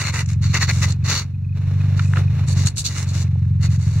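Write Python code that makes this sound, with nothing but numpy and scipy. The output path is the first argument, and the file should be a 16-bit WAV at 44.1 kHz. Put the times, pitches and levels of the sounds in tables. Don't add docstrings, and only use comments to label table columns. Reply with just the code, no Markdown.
import sys
import numpy as np
from scipy import signal
from scipy.fft import rfft, irfft
from scipy.io import wavfile
from scipy.ndimage import uniform_filter1d

SR = 44100
rng = np.random.default_rng(int(sys.argv[2]) if len(sys.argv) > 2 else 0)


def unload_wav(signal):
    wavfile.write(
        sys.argv[1],
        SR,
        np.round(np.clip(np.atleast_2d(signal).T, -1, 1) * 32767).astype(np.int16),
    )


N = 176400
T = np.arange(N) / SR
SHARED_ONLY = np.array([[1], [0]])

# (frequency [Hz], relative level [dB])
WIND_SPECTRUM = [(20, -14), (65, 5), (130, -1), (260, -13.5), (800, -63.5)]
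HISS_SPECTRUM = [(120, 19), (300, 2.5), (600, -5.5), (2000, -17.5), (2550, 2.5), (2900, -22.5), (4400, -5),
                 (7000, -32), (9000, -22), (16000, -18.5)]

# (time [s], rate [cycles/s])
ENGINE_SPEED = [(0, 22.3), (.7, 22.275), (1.25, 23.144), (1.85, 24.343), (2.4, 23.674), (3.05, 23.057),
                (3.55, 22.338), (4, 21.883)]
# (time [s], level [dB])
THROB_LEVEL = [(0, -23), (.15, -22), (.5, -13.5), (.56, -19), (.66, -20), (.78, -15.5), (.91, -16.5),
               (.96, -21), (1.05, -17), (1.2, -26.5), (1.4, -23.5), (1.85, -15.5), (2.3, -15),
               (2.45, -16.5), (2.66, -14), (2.69, -24.5), (2.87, -27), (3.12, -18), (3.65, -14.5), (4, -15)]
# (time [s], roughness [factor])
ROUGHNESS = [(1.95, 0.08), (2.4, .5), (3.6, 0.3), (3.85, 1.5)]
# (frequency [Hz], relative level [dB])
EXHAUST_SPECTRUM = [(22, -39), (45, -28), (68, -21), (90, 4), (113, 2.5), (136, 0.5), (160, -5.5),
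                    (185, -12), (225, -25.5), (300, -38), (500, -59), (1500, -86.5)]
MISFIRE_TIMES = [2.338, 2.45, 2.778]

# (time [s], level [dB], decay [s])
CASE_CLICKS = [(1.994, -14, 0.0032), (2.136, -20, 0.0012), (2.158, -25.5, 0.013), (2.17, -19.5, 0.0034),
               (2.965, -26.5, 0.0014)]
HAND_BUMPS = [(2.155, -37, 0.046), (2.67, -35.5, 0.004), (3.357, -31.5, 0.0015)]
# (frequency [Hz], relative level [dB])
CASE_SPECTRUM = [(200, -26.5), (700, -17.5), (1350, -1), (1800, -7), (2700, -11.5), (4200, -19),
                 (6000, -26.5), (15000, -56)]
HAND_SPECTRUM = [(100, -12.5), (350, 6.5), (800, 4), (1500, -17.5), (3500, -30), (12000, -64)]
# (centre time [s], level [dB])
LENS_PEEPS = [(.344, -49), (.945, -50), (1.028, -47), (1.347, -50), (1.45, -48.5), (1.497, -48),
              (1.527, -48), (1.809, -41), (2.058, -38), (2.086, -41), (2.127, -46), (2.241, -42),
              (2.282, -39), (3.271, -45.5), (3.686, -45)]

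# (time [s], level [dB])
RUSTLE_LEVEL = [(0, -40), (.3, -53), (.56, -50), (.9, -34), (.98, -52.5), (1.15, -33), (1.33, -58),
                (1.545, -56), (1.555, -43.5), (1.95, -37.5), (2.1, -44), (2.19, -30), (2.27, -45.5),
                (2.35, -36), (2.44, -37), (2.68, -36), (2.72, -50), (2.98, -39.5), (3.22, -36.5),
                (3.3, -49.5), (3.59, -51.5), (3.65, -35.5), (3.7, -47.5), (4, -39)]
# (frequency [Hz], relative level [dB])
CLOTH_SPECTRUM = [(150, 10.5), (350, 2), (700, -3), (1500, -3.5), (2600, -5), (4300, -6.5), (6000, -13),
                  (7300, -17), (8300, -25.5), (11500, -27), (16000, -29.5)]

# (start [s], length [s], level [dB])
SNOW_SQUEALS = [(0.54, 0.025, -22), (0.61, 0.024, -24.5), (0.679, 0.042, -24.5)]
# (start [s], length [s], crunch [dB], grit [dB], powder [dB])
BOOT_PUSHES = [(-.02, 0.046, -27, -24.5, -33.5), (0.031, 0.071, -28.5, -27, -39),
               (0.124, 0.094, -28.5, -27.5, -37.5), (0.269, 0.066, -44, -38.5, -46.5),
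               (0.411, 0.064, -39, -32, -46.5), (0.477, 0.051, -44.5, -38.5, -54),
               (0.528, 0.053, -24.5, -22, -43), (0.597, 0.046, -25, -19.5, -38),
               (0.669, 0.036, -29.5, -23.5, -50), (0.701, 0.13, -41.5, -33, -41.5),
               (0.812, 0.041, -26, -22.5, -37), (0.862, 0.06, -47, -32.5, -43.5),
               (1.037, 0.11, -34, -29, -44), (1.073, 0.072, -31.5, -22.5, -57),
               (1.142, 0.057, -31, -20.5, -65), (1.195, 0.033, -39, -34.5, -47),
               (1.955, 0.091, -44.5, -40.5, -53), (2.032, 0.18, -62.5, -50.5, -52),
               (2.464, 0.072, -79, -34, -38), (2.549, 0.1, -40, -30.5, -44),
               (2.654, 0.021, -31.5, -17.5, -21), (2.758, 0.054, -45.5, -23.5, -26),
               (2.841, 0.029, -41, -15.5, -28), (2.878, 0.089, -40.5, -34, -45.5),
               (2.95, 0.084, -38, -31.5, -38), (3.066, 0.047, -78, -36, -44.5),
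               (3.122, 0.11, -44.5, -32, -43), (3.608, 0.059, -40, -33.5, -44),
               (3.693, 0.069, -44, -38.5, -47.5), (3.784, 0.26, -50, -42, -50.5)]
# (frequency [Hz], relative level [dB])
CRUNCH_SPECTRUM = [(150, -7.5), (400, -4.5), (750, -10), (1150, -3), (1600, -1.5), (2050, -4), (2500, 0.5),
                   (2850, 1.5), (3600, -59.5), (7000, -99)]
GRIT_SPECTRUM = [(1000, -65), (2500, -11.5), (3800, 0.5), (4450, 0.5), (5200, -5), (6000, 0.5), (7200, -3),
                 (8100, -18), (11000, -22)]
POWDER_SPECTRUM = [(4000, -70), (6800, 9.5), (7900, 15), (9300, 6.5), (11000, -2.5), (14000, -15.5),
                   (16000, -32)]
SNAP_SPECTRUM = [(500, -23.5), (1500, -5.5), (4300, -2.5), (7200, 5.5), (9000, -18), (15000, -48)]
# (frequency [Hz], bandwidth [Hz], gain [dB])
SNOW_RESONANCES = [(1163, 840, -5), (2090, 135, 7), (4620, 290, 4.5)]
# (time [s], level [dB])
CRUST_SNAPS = [(0.143, -24.5), (0.26, -30), (0.289, -29.5), (0.333, -31.5), (0.469, -38), (0.544, -17),
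               (0.623, -26.5), (.69, -29.5), (.923, -23), (1.044, -43), (1.135, -24), (2.484, -24.5),
               (2.671, -12), (2.771, -28), (2.855, -23), (2.98, -23.5), (3.649, -29)]

# (frequency [Hz], coherence [0-1], left phase lag [rad], left minus right [dB])
PORT_RESPONSE = [(40, 0.6, 0.38, -3.5), (152, .999, 0.08, 1), (330, 0.73, 0.28, -1),
                 (1280, 0.69, 0.13, -2.5), (2670, 0.75, 0.47, 2.5), (3580, 0.3, 2.27, -0.5),
                 (8060, 0, 1.24, 1.5), (15000, 0.5, 3.5, 0.5)]
# (frequency [Hz], bandwidth [Hz], gain [dB])
PORT_NOTCHES = [(3186, 530, -20.5), (4830, 685, -32)]


def undb(db):
    return 10 ** (np.asarray(db) / 20)


def unit(x):
    return x / np.sqrt(np.mean(x ** 2))


def curve(rows):
    return np.interp(T, *np.array(rows).T)


def over_hz(rows, hz):
    rows = np.array(rows, float)
    return [np.interp(np.log(hz + 1), np.log(rows[:, 0]), col) for col in rows.T[1:]]


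def colour(x, spectrum, size=8192):
    level_db = over_hz(spectrum, np.fft.rfftfreq(size, 1 / SR))[0]
    cepstrum = irfft(np.log(undb(level_db)))
    cepstrum[1:size // 2] *= 2
    cepstrum[size // 2 + 1:] = 0
    response = irfft(np.exp(rfft(cepstrum)))[:size // 2]
    return signal.fftconvolve(np.atleast_2d(x), response[None], axes=1)[:, :N]


def ring(x, hz, width):
    return signal.lfilter(*signal.iirpeak(hz, hz / width, fs=SR), x)


def flutter(per_s):
    hold = max(int(SR / per_s), 1)
    held = np.repeat(rng.standard_normal(N)[:N // hold + 1], hold)
    return unit(uniform_filter1d(held, hold)[:N])


def grains(per_s, spread_db, bed):
    occurs = rng.random(N) < per_s / SR
    sizes = occurs * undb(spread_db * np.minimum(rng.exponential(size=N), 5))
    return unit(unit(sizes * rng.standard_normal((2, N))) + bed * rng.standard_normal((2, N)))


def impacts(rows, spectrum):
    envelope = sum(undb(db) * (T >= at) * np.exp(-np.abs(T - at) / decay) for at, db, decay in rows)
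    noise = rng.standard_normal((2, N))
    return colour(noise * envelope, spectrum) / np.std(colour(noise, spectrum))


def air(wind_db=-35.5, gust_db=3, hiss_db=-54.5):
    rumble = unit(colour(rng.standard_normal((2, N)), WIND_SPECTRUM))
    rumble *= undb(wind_db + gust_db * flutter(per_s=2.6))
    hiss = unit(colour(rng.standard_normal((2, N)), HISS_SPECTRUM))
    return rumble + hiss * undb(hiss_db)


def engine(misfire_s=.06, slip_cycles=.32, misfire_db=-2, echo_s=.0202, echo_db=-6.5):
    slips = sum(np.clip((T - at) / misfire_s + .5, 0, 1) for at in MISFIRE_TIMES)
    phase = np.cumsum(curve(ENGINE_SPEED)) / SR + slip_cycles * slips
    cycle = np.arange(int(phase[-1]) + 1)
    due = np.interp(cycle + .073, phase, T)
    level_scatter, time_scatter = rng.standard_normal((len(cycle), 2)).T
    roughness = np.interp(due, *np.array(ROUGHNESS).T)
    misfired = sum(np.abs(due - at) < (misfire_s - echo_s) / 2 for at in MISFIRE_TIMES)
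    lope = np.where(cycle % 2, -3, 1)
    strength = undb(roughness * (lope + .5 * level_scatter) + misfire_db * misfired)
    fired = due + .0003 * roughness * time_scatter
    pulses = np.zeros(2 * N)
    for when, push in ((fired, strength), (fired + echo_s, strength * undb(echo_db))):
        np.add.at(pulses, np.abs(when * SR).astype(int), -push)
    return unit(colour(pulses, EXHAUST_SPECTRUM)) * undb(curve(THROB_LEVEL)) * SHARED_ONLY


def camera(peep_hz=2510, spread_hz=11, peep_s=.005, flutter_db=3.5):
    peeps = np.zeros(N)
    for (at, db), detune in zip(LENS_PEEPS, rng.standard_normal(len(LENS_PEEPS))):
        envelope = undb(db) * np.exp(-((T - at) / peep_s) ** 2)
        peeps += envelope * np.sin(2 * np.pi * (peep_hz + spread_hz * detune) * T)
    peeps *= undb(flutter_db * flutter(per_s=220))
    return impacts(CASE_CLICKS, CASE_SPECTRUM) + impacts(HAND_BUMPS, HAND_SPECTRUM) + peeps * SHARED_ONLY


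def clothing(flutter_db=1.8):
    fibres = grains(per_s=6000, spread_db=1.0, bed=.72) * undb(flutter_db * flutter(per_s=90))
    return unit(colour(fibres, CLOTH_SPECTRUM)) * undb(curve(RUSTLE_LEVEL))


def squeals(start_hz=1900, width_hz=300, rise_hz_per_s=6000, slips_per_s=600):
    out = np.zeros(N)
    slips = (rng.random(N) < slips_per_s / SR) * np.exp(2j * np.pi * rng.random(N))
    ringing = signal.lfilter([1], [1, -np.exp(-np.pi * width_hz / SR)], slips)
    for start, length, db in SNOW_SQUEALS:
        now = (T >= start) & (T < start + length)
        age = T[now] - start
        glide = np.exp(2j * np.pi * age * (start_hz + rise_hz_per_s * age / 2))
        envelope = np.abs(np.sin(np.pi * age / length)) ** .5
        out[now] += undb(db) * unit((ringing[now] * glide).real * envelope)
    return out * SHARED_ONLY


def footsteps(attack_s=.027, release_s=.012, detune_spread=.05, snap_s=.0027):
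    shower = grains(per_s=2200, spread_db=1.8, bed=.5)
    spectra = (CRUNCH_SPECTRUM, GRIT_SPECTRUM, POWDER_SPECTRUM)
    layers = np.array([unit(colour(shower, spectrum)) for spectrum in spectra])
    out = np.zeros((2, N))
    for start, length, *layer_db in BOOT_PUSHES:
        now = (T >= start) & (T < start + length + 10 * release_s)
        age = T[now] - start
        attack = np.clip(age / attack_s + .05, 0, 1)
        release = np.exp(-np.maximum(age - length + release_s / 2, 0) / release_s)
        push = np.tensordot(undb(layer_db), layers[:, :, now], 1) * attack * release
        out[:, now] += .67 * push
        for hz, width, db in SNOW_RESONANCES:
            detune = np.exp(detune_spread * rng.standard_normal())
            out[:, now] += undb(db) * ring(push, hz * detune, width)
    return out + impacts([(at, db, snap_s) for at, db in CRUST_SNAPS], SNAP_SPECTRUM)


def ports(streams):
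    coherence, lag, balance_db = over_hz(PORT_RESPONSE, np.fft.rfftfreq(N, 1 / SR))
    shared, apart = rfft(streams) * np.sqrt([(1 + coherence) / 2, (1 - coherence) / 2])
    lean = undb(balance_db / 2) * np.exp(-.5j * lag)
    return irfft([(shared + apart) * lean, (shared - apart) / lean], N)


def scene():
    return ports(engine() + footsteps() + squeals() + clothing() + camera() + air())


def record(dry, cutoff_hz=15750):
    for hz, width, db in PORT_NOTCHES:
        dry = dry - (1 - undb(db)) * ring(dry, hz, width)
    return signal.sosfilt(signal.ellip(10, .2, 80, cutoff_hz, fs=SR, output="sos"), dry)


dry = scene()
out = record(dry)
unload_wav(out)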